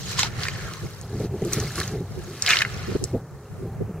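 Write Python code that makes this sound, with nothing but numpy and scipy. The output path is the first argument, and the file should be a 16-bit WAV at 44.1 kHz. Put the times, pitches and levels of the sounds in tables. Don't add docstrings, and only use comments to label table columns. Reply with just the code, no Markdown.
import sys
import numpy as np
from scipy import signal
from scipy.fft import rfft, irfft
from scipy.io import wavfile
from scipy.ndimage import uniform_filter1d

SR = 44100
rng = np.random.default_rng(int(sys.argv[2]) if len(sys.argv) > 2 else 0)


def master_out(mix):
    frames = np.transpose(np.atleast_2d(mix))
    ceiling = np.clip(frames, -1, 1)
    pcm = np.round(ceiling * 32767).astype(np.int16)
    wavfile.write(sys.argv[1], SR, pcm)


N = 176400
TIME = np.arange(N) / SR

# f/Hz, level/dB
WASH_COLOUR = [(100, -24), (420, 6), (700, -6), (950, -5.5), (1200, -4.5), (1800, -12.5), (2800, -35.5),
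               (6500, -20.5), (10000, -27.5), (16000, -31)]
# f/Hz, correlation
WASH_COHERENCE = [(100, 1), (1400, 0.94), (3100, 0.28), (7000, .1)]
# t/s, level/dB
WIND_LEVEL = [(0.0, -32), (0.54, -35), (0.78, -40.5), (0.859, -32.5), (0.9, -44), (1.12, -31.5),
              (1.53, -34), (1.57, -28), (1.69, -34), (1.95, -31.5), (2.05, -38), (2.63, -43), (2.67, -34),
              (2.96, -32.5), (2.99, -37.5), (3.17, -30.5), (3.27, -45), (3.59, -35), (3.93, -35),
              (4.0, -30.5)]
# middle t/s, half length/s, level/dB
WIND_GUSTS = [(0.842, 0.028, -33.5), (1.155, 0.058, -28), (1.208, 0.013, -21.5), (1.249, 0.02, -24),
              (1.344, 0.039, -25.5), (1.426, 0.012, -19.5), (1.462, 0.032, -21.5), (1.58, 0.16, -31),
              (1.578, 0.014, -21.5), (1.797, 0.038, -28.5), (1.945, 0.043, -25.5), (2.01, 0.027, -28.5),
              (2.184, 0.032, -31), (2.309, 0.066, -34.5), (2.893, 0.021, -26.5), (2.923, 0.011, -25.5),
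              (2.958, 0.01, -15.5), (3.033, 0.03, -26.5), (3.153, 0.021, -16.5), (3.642, 0.059, -30),
              (3.817, 0.017, -22), (3.898, 0.029, -29)]
# f/Hz, level/dB
RUMBLE_COLOUR = [(15, -40), (30, -21), (50, -10), (75, -5), (105, 1.5), (160, -3.5), (220, -14.5),
                 (290, -23), (400, -15.5), (520, -23.5), (800, -23.5), (1500, -59), (4000, -54.5)]
GUST_COLOUR = [(40, -12.5), (120, 1.5), (200, -1.5), (275, -7), (355, 1.5), (440, -1), (560, -17.5),
               (750, -26), (1200, -48), (6000, -72)]
# t/s, f/Hz, level/dB
RUNOFF = [(.46, 1790, -52), (.55, 1650, -42.5), (.66, 1460, -41), (0.771, 1130, -44), (.88, 1096, -60)]
# t/s, level/dB, f/Hz
BUBBLE_RINGS = [(0.187, -19.5, 1024), (0.231, -20, 843), (.246, -25.5, 936), (.454, -25, 1560),
                (0.467, -24, 1850), (.484, -23, 2080), (0.68, -32, 1430), (1.779, -27, 1130),
                (1.832, -24.5, 3800), (1.878, -21, 6400), (2.4232, -12, 6100), (2.743, -30, 5500)]
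# t/s, level/dB, f/Hz, width/octaves
STRAND_SNAPS = [(0.1927, -14, 4670, 0.96), (0.231, -14.5, 3020, 0.55), (0.4336, -22, 3380, 0.52),
                (0.452, -26.5, 1980, 0.92), (0.4838, -22, 2240, 0.93), (0.736, -32, 4300, 1),
                (1.013, -35, 6800, 0.51), (1.201, -41.5, 5600, 0.64), (1.45, -32.5, 7500, .5),
                (1.533, -16.5, 5950, 0.4), (1.6008, -24.5, 6550, 0.32), (1.7565, -28.5, 5400, 0.67),
                (1.7807, -28.5, 1500, 0.76), (1.8009, -22, 4340, 1), (1.813, -23.5, 1650, 0.21),
                (2.4226, -15, 6070, 0.28), (2.4624, -16, 3400, 0.64), (2.475, -17, 3900, 0.41),
                (2.4813, -16.5, 2360, 0.24), (2.505, -10.5, 3010, 0.52), (2.533, -12, 2280, 0.25),
                (2.557, -19, 2380, 0.78), (2.5693, -13.5, 3240, 0.42), (2.5884, -17, 3900, 0.43),
                (2.607, -19.5, 2030, 0.63), (2.618, -15, 2070, 0.7), (2.6206, -15, 2200, 0.66),
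                (2.6494, -21, 1790, 0.47), (3.0402, -19, 7350, 0.27)]
# f/Hz, level/dB
TEAR_COLOUR = [(1000, -26), (1400, -2.5), (2150, -4), (2850, 4), (3500, -28)]
# t/s, middle level/dB, treble level/dB, top level/dB
GRAB_AND_DRAG = [(0.0, -47, -39.5, -51), (.045, -49.5, -39, -53), (.115, -38.5, -32, -45),
                 (.165, -38, -39.5, -55), (.195, -29, -18, -43), (.232, -32, -27, -46),
                 (.275, -33, -36, -55.5), (.294, -45.5, -50, -58), (.345, -42, -49, -60),
                 (.428, -33.5, -34, -47.5), (.51, -41, -41, -57), (.64, -40.5, -43.5, -54),
                 (.85, -48.5, -48.5, -54.5), (1.06, -55, -54.5, -58.5)]
FLOP_BACK = [(1.08, -52, -54, -62.5), (1.254, -46, -47.5, -53), (1.286, -58.5, -62.5, -69),
             (1.514, -42, -43, -47.5), (1.534, -40.5, -39, -28.5), (1.552, -36, -37.5, -44),
             (1.734, -42, -43, -50), (1.794, -34.5, -34.5, -42), (2.04, -56, -59, -65)]
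TEAR_AWAY = [(2.1, -54.5, -54.5, -61), (2.406, -45, -46, -51.5), (2.503, -21, -21, -40),
             (2.56, -28, -28.5, -48), (2.618, -30.5, -34.5, -49), (2.635, -39, -44, -60),
             (2.69, -40, -44.5, -54.5), (2.946, -40.5, -44.5, -57), (3.0, -55, -51, -57)]
SETTLE = [(3.08, -52.5, -53.5, -56.5), (3.23, -63, -67.5, -74), (3.6, -57.5, -65, -63.5),
          (4.0, -55, -86, -85)]
# f/Hz, level/dB
MIDDLE_BAND = [(250, -2), (500, 3), (900, -3), (1300, 6), (2700, -1.5), (3500, -9.5), (5300, -48)]
TREBLE_BAND = [(2400, -29), (3100, 1.5), (4000, -2), (6200, -2.5), (7500, -7.5), (10000, -30)]
TOP_BAND = [(6500, -8), (8500, -3), (16000, -3)]
# f/Hz, level/dB
MIC_COLOUR = [(950, -5), (1150, 0.5), (1430, -2), (1750, 1), (2180, 0.5), (2450, -0.5), (2780, -1.5),
              (3050, -5), (3450, -7), (4100, 1.5), (4800, -1), (11000, -2), (16000, -7.5)]
# start t/s, end t/s
NARROW_SPANS = [(1.027, 2.09), (2.277, 2.523), (3.065, 3.31), (3.37, 3.49), (3.622, 3.755), (3.87, 4.56)]

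PORT_DELAY_S, DELAY_SCATTER_S = .000046, .00007
CRACKLE = dict(per_s=3500, spread_db=2, cycles=3.2)
DRIPS = dict(per_s=700, spread_db=4, cycles=7)
BUBBLE_CYCLES, BUBBLE_RISE = 7, 0.0041


def amp(db):
    return 10 ** (np.asarray(db) / 20)


def unit(x):
    return x / np.sqrt(np.mean(x ** 2) + 1e-20)


def read(points, hz):
    f, value = np.transpose(points)
    return np.interp(np.log(hz + 1), np.log(f + 1), value)


def colour(x, points):
    size = x.shape[-1]
    return unit(irfft(rfft(x) * amp(read(points, np.fft.rfftfreq(size, 1 / SR))), size))


def add(mix, s, sound):
    part = mix[:, max(round(s * SR), 0):][:, :sound.shape[1]]
    part += sound[:, :part.shape[1]]


def stereo_noise(size, side_db):
    mid, side = rng.standard_normal((2, size))
    return np.array([mid + amp(side_db) * side, mid - amp(side_db) * side])


def steady(x, size):
    return x / np.sqrt(uniform_filter1d(uniform_filter1d((x ** 2).mean(0), size), size) + 1e-9)


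def lean(x, left_db):
    return x * amp([[left_db / 2], [-left_db / 2]])


def shore():
    left, other = rfft(rng.standard_normal((2, N)))
    same = np.clip(read(WASH_COHERENCE, np.fft.rfftfreq(N, 1 / SR)), -1, 1)
    right = same * left + np.sqrt(1 - same ** 2) * other
    return amp(-48.5) * colour(irfft(np.array([left, right]), N), WASH_COLOUR)


def wind_rumble():
    s, db = np.transpose(WIND_LEVEL)
    lumps_db = 2.2 * unit(uniform_filter1d(uniform_filter1d(rng.standard_normal(N), 2200), 1600))
    turbulence = steady(colour(stereo_noise(N, side_db=-7.5), RUMBLE_COLOUR), size=3000)
    return turbulence * amp(np.interp(TIME, s, db) + 0.5 + lumps_db)


def gusts():
    out, size = np.zeros((2, N)), 8192
    t = (np.arange(size) - size / 2) / SR
    plain_db, knee_hz = -27, 500
    for s, half_s, db in WIND_GUSTS:
        tone = [(hz, level + .6 * (db - plain_db) * (hz > knee_hz)) for hz, level in GUST_COLOUR]
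        flutter = steady(colour(stereo_noise(size, side_db=-3.5), tone), size=500)
        add(out, s + t[0], flutter * np.exp(-2 * (t / half_s) ** 2) * amp(db))
    return out


def drain():
    s, hz, db = np.transpose(RUNOFF)
    out, t = np.zeros((2, N)), np.arange(SR // 20) / SR
    width_hz, per_s, pitch_scatter = 130, 110, .13
    fade = np.exp(-np.pi * width_hz * t)
    fade /= np.sqrt(np.sum(fade ** 2) * per_s / SR / 2)
    for k, (late, detune, place) in enumerate(rng.random((int((s[-1] - s[0]) * per_s), 3))):
        when = s[0] + (k + 2 * late) / per_s
        turns = t * np.interp(when, s, hz) * (1 + pitch_scatter * (2 * detune - 1))
        tone = np.sin(2 * np.pi * turns * (1 + BUBBLE_RISE * turns / BUBBLE_CYCLES))
        gurgle = tone * fade * np.minimum(turns / 2, 1)
        pan = 1 + amp(-8) * (2 * place - 1) * np.array([[1], [-1]])
        add(out, when, gurgle * amp(np.interp(when, s, db)) * pan)
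    return out


def bubbles():
    out, t = np.zeros((2, N)), np.arange(3000) / SR
    for s, db, hz in BUBBLE_RINGS:
        turns = hz * np.maximum(t - np.array([[0], [PORT_DELAY_S]]), 0)
        age = turns / BUBBLE_CYCLES
        tone = 2 * np.sin(2 * np.pi * turns * (1 + BUBBLE_RISE * age))
        add(out, s, amp(db - 3) * tone * np.exp(-age) * np.minimum(turns, 1))
    return out


def snaps():
    out, size = np.zeros((2, N)), 2048
    t, f = np.arange(size) / SR, np.fft.rfftfreq(size, 1 / SR) + 1
    spatter_s = .005
    for s, db, hz, octaves in STRAND_SNAPS:
        rise_s = .00065 * np.sqrt(5000 / hz)
        age = t / rise_s
        spatter = amp(-20) * np.exp(-t / spatter_s) * np.minimum(age, 1)
        spectrum = rfft(stereo_noise(size, side_db=-11)) / (1 + (np.log2(f / hz) / octaves) ** 2) ** 1.1
        spectrum[1] *= np.exp(-2j * np.pi * f * PORT_DELAY_S)
        burst = steady(unit(irfft(spectrum)), size=100) * (age * np.exp(1 - age) + spatter)
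        onset_rms = np.sqrt(np.mean(burst[:, t < .003] ** 2))
        add(out, s, burst * amp(db + 1) / onset_rms)
    return lean(out, left_db=-1.0)


def wet_films(per_s, spread_db, cycles):
    pitches, pool = np.geomspace(600, 15000, 56), 1500
    chance = per_s * N / SR / len(pitches) / pool
    out = np.zeros((2, N))
    for hz in pitches:
        draws = rng.random((pool, 5))
        _, when, size, sign, place = draws[draws[:, 0] < chance].T
        at = (when * N).astype(int)
        strength = amp(spread_db * np.minimum(-np.log(size), 4)) * np.where(sign < .5, -1, 1)
        lag = np.round((PORT_DELAY_S + DELAY_SCATTER_S * (2 * place - 1)) * SR).astype(int)
        clicks = np.zeros((2, N))
        clicks[0, at], clicks[1, (at + lag) % N] = strength, strength
        r, turn = np.exp(-hz / cycles / SR), 2 * np.pi * hz / SR
        out += hz * signal.lfilter([0, np.sin(turn)], [1, -2 * r * np.cos(turn), r * r], clicks + 1e-18)
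    return unit(out)


def tear():
    middle_s, half_s = 2.512, 0.028
    squelch = steady(colour(wet_films(**CRACKLE), TEAR_COLOUR), size=300)
    return squelch * amp(-18.5) * np.exp(-((TIME - middle_s) / half_s) ** 8)


def rustle():
    s, middle, treble, top = np.transpose(np.vstack([GRAB_AND_DRAG, FLOP_BACK, TEAR_AWAY, SETTLE]))
    crackle = wet_films(**CRACKLE)
    drips = amp(-2) * wet_films(**DRIPS)
    swish = amp(1) * unit(stereo_noise(N, side_db=2))
    weed = crackle + drips + swish

    def band(points, db, left_db):
        return lean(steady(colour(weed, points), size=1300) * amp(np.interp(TIME, s, db)), left_db)
    return (band(MIDDLE_BAND, middle - 1, left_db=-1.3)
            + band(TREBLE_BAND, treble, left_db=-1.5)
            + band(TOP_BAND, top + 4, left_db=3.5))


def close_colour(x):
    f = np.fft.rfftfreq(N, 1 / SR)
    count, span_s = 7, .016
    delays = span_s * (np.arange(count) + .5 + rng.random(count)) / count
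    echoes = sum(np.exp(-2j * np.pi * f * d - d / span_s) for d in delays)
    return irfft(rfft(x) * amp(read(MIC_COLOUR, f)) * (1 + amp(-14.5) * echoes), N)


def narrow(x, below_hz):
    closed = uniform_filter1d(sum(1. * ((TIME > a) & (TIME < b)) for a, b in NARROW_SPANS), size=700)
    mid, side = (x[0] + x[1]) / 2, (x[0] - x[1]) / 2
    low = irfft(rfft(side) / (1 + (np.fft.rfftfreq(N, 1 / SR) / below_hz) ** 60), N)
    side = side - closed * low
    return np.array([mid + side, mid - side])


def scene():
    seaweed = close_colour(rustle() + tear() + snaps() + bubbles() + drain())
    return seaweed + wind_rumble() + gusts() + shore()


def record(dry):
    limited = np.clip(narrow(dry, below_hz=3030), -1, 1)
    lowpass = signal.firwin(511, cutoff=15850, window=("kaiser", 9), fs=SR)
    return signal.oaconvolve(limited, lowpass[None], "same")


dry = scene()
out = record(dry)
master_out(out)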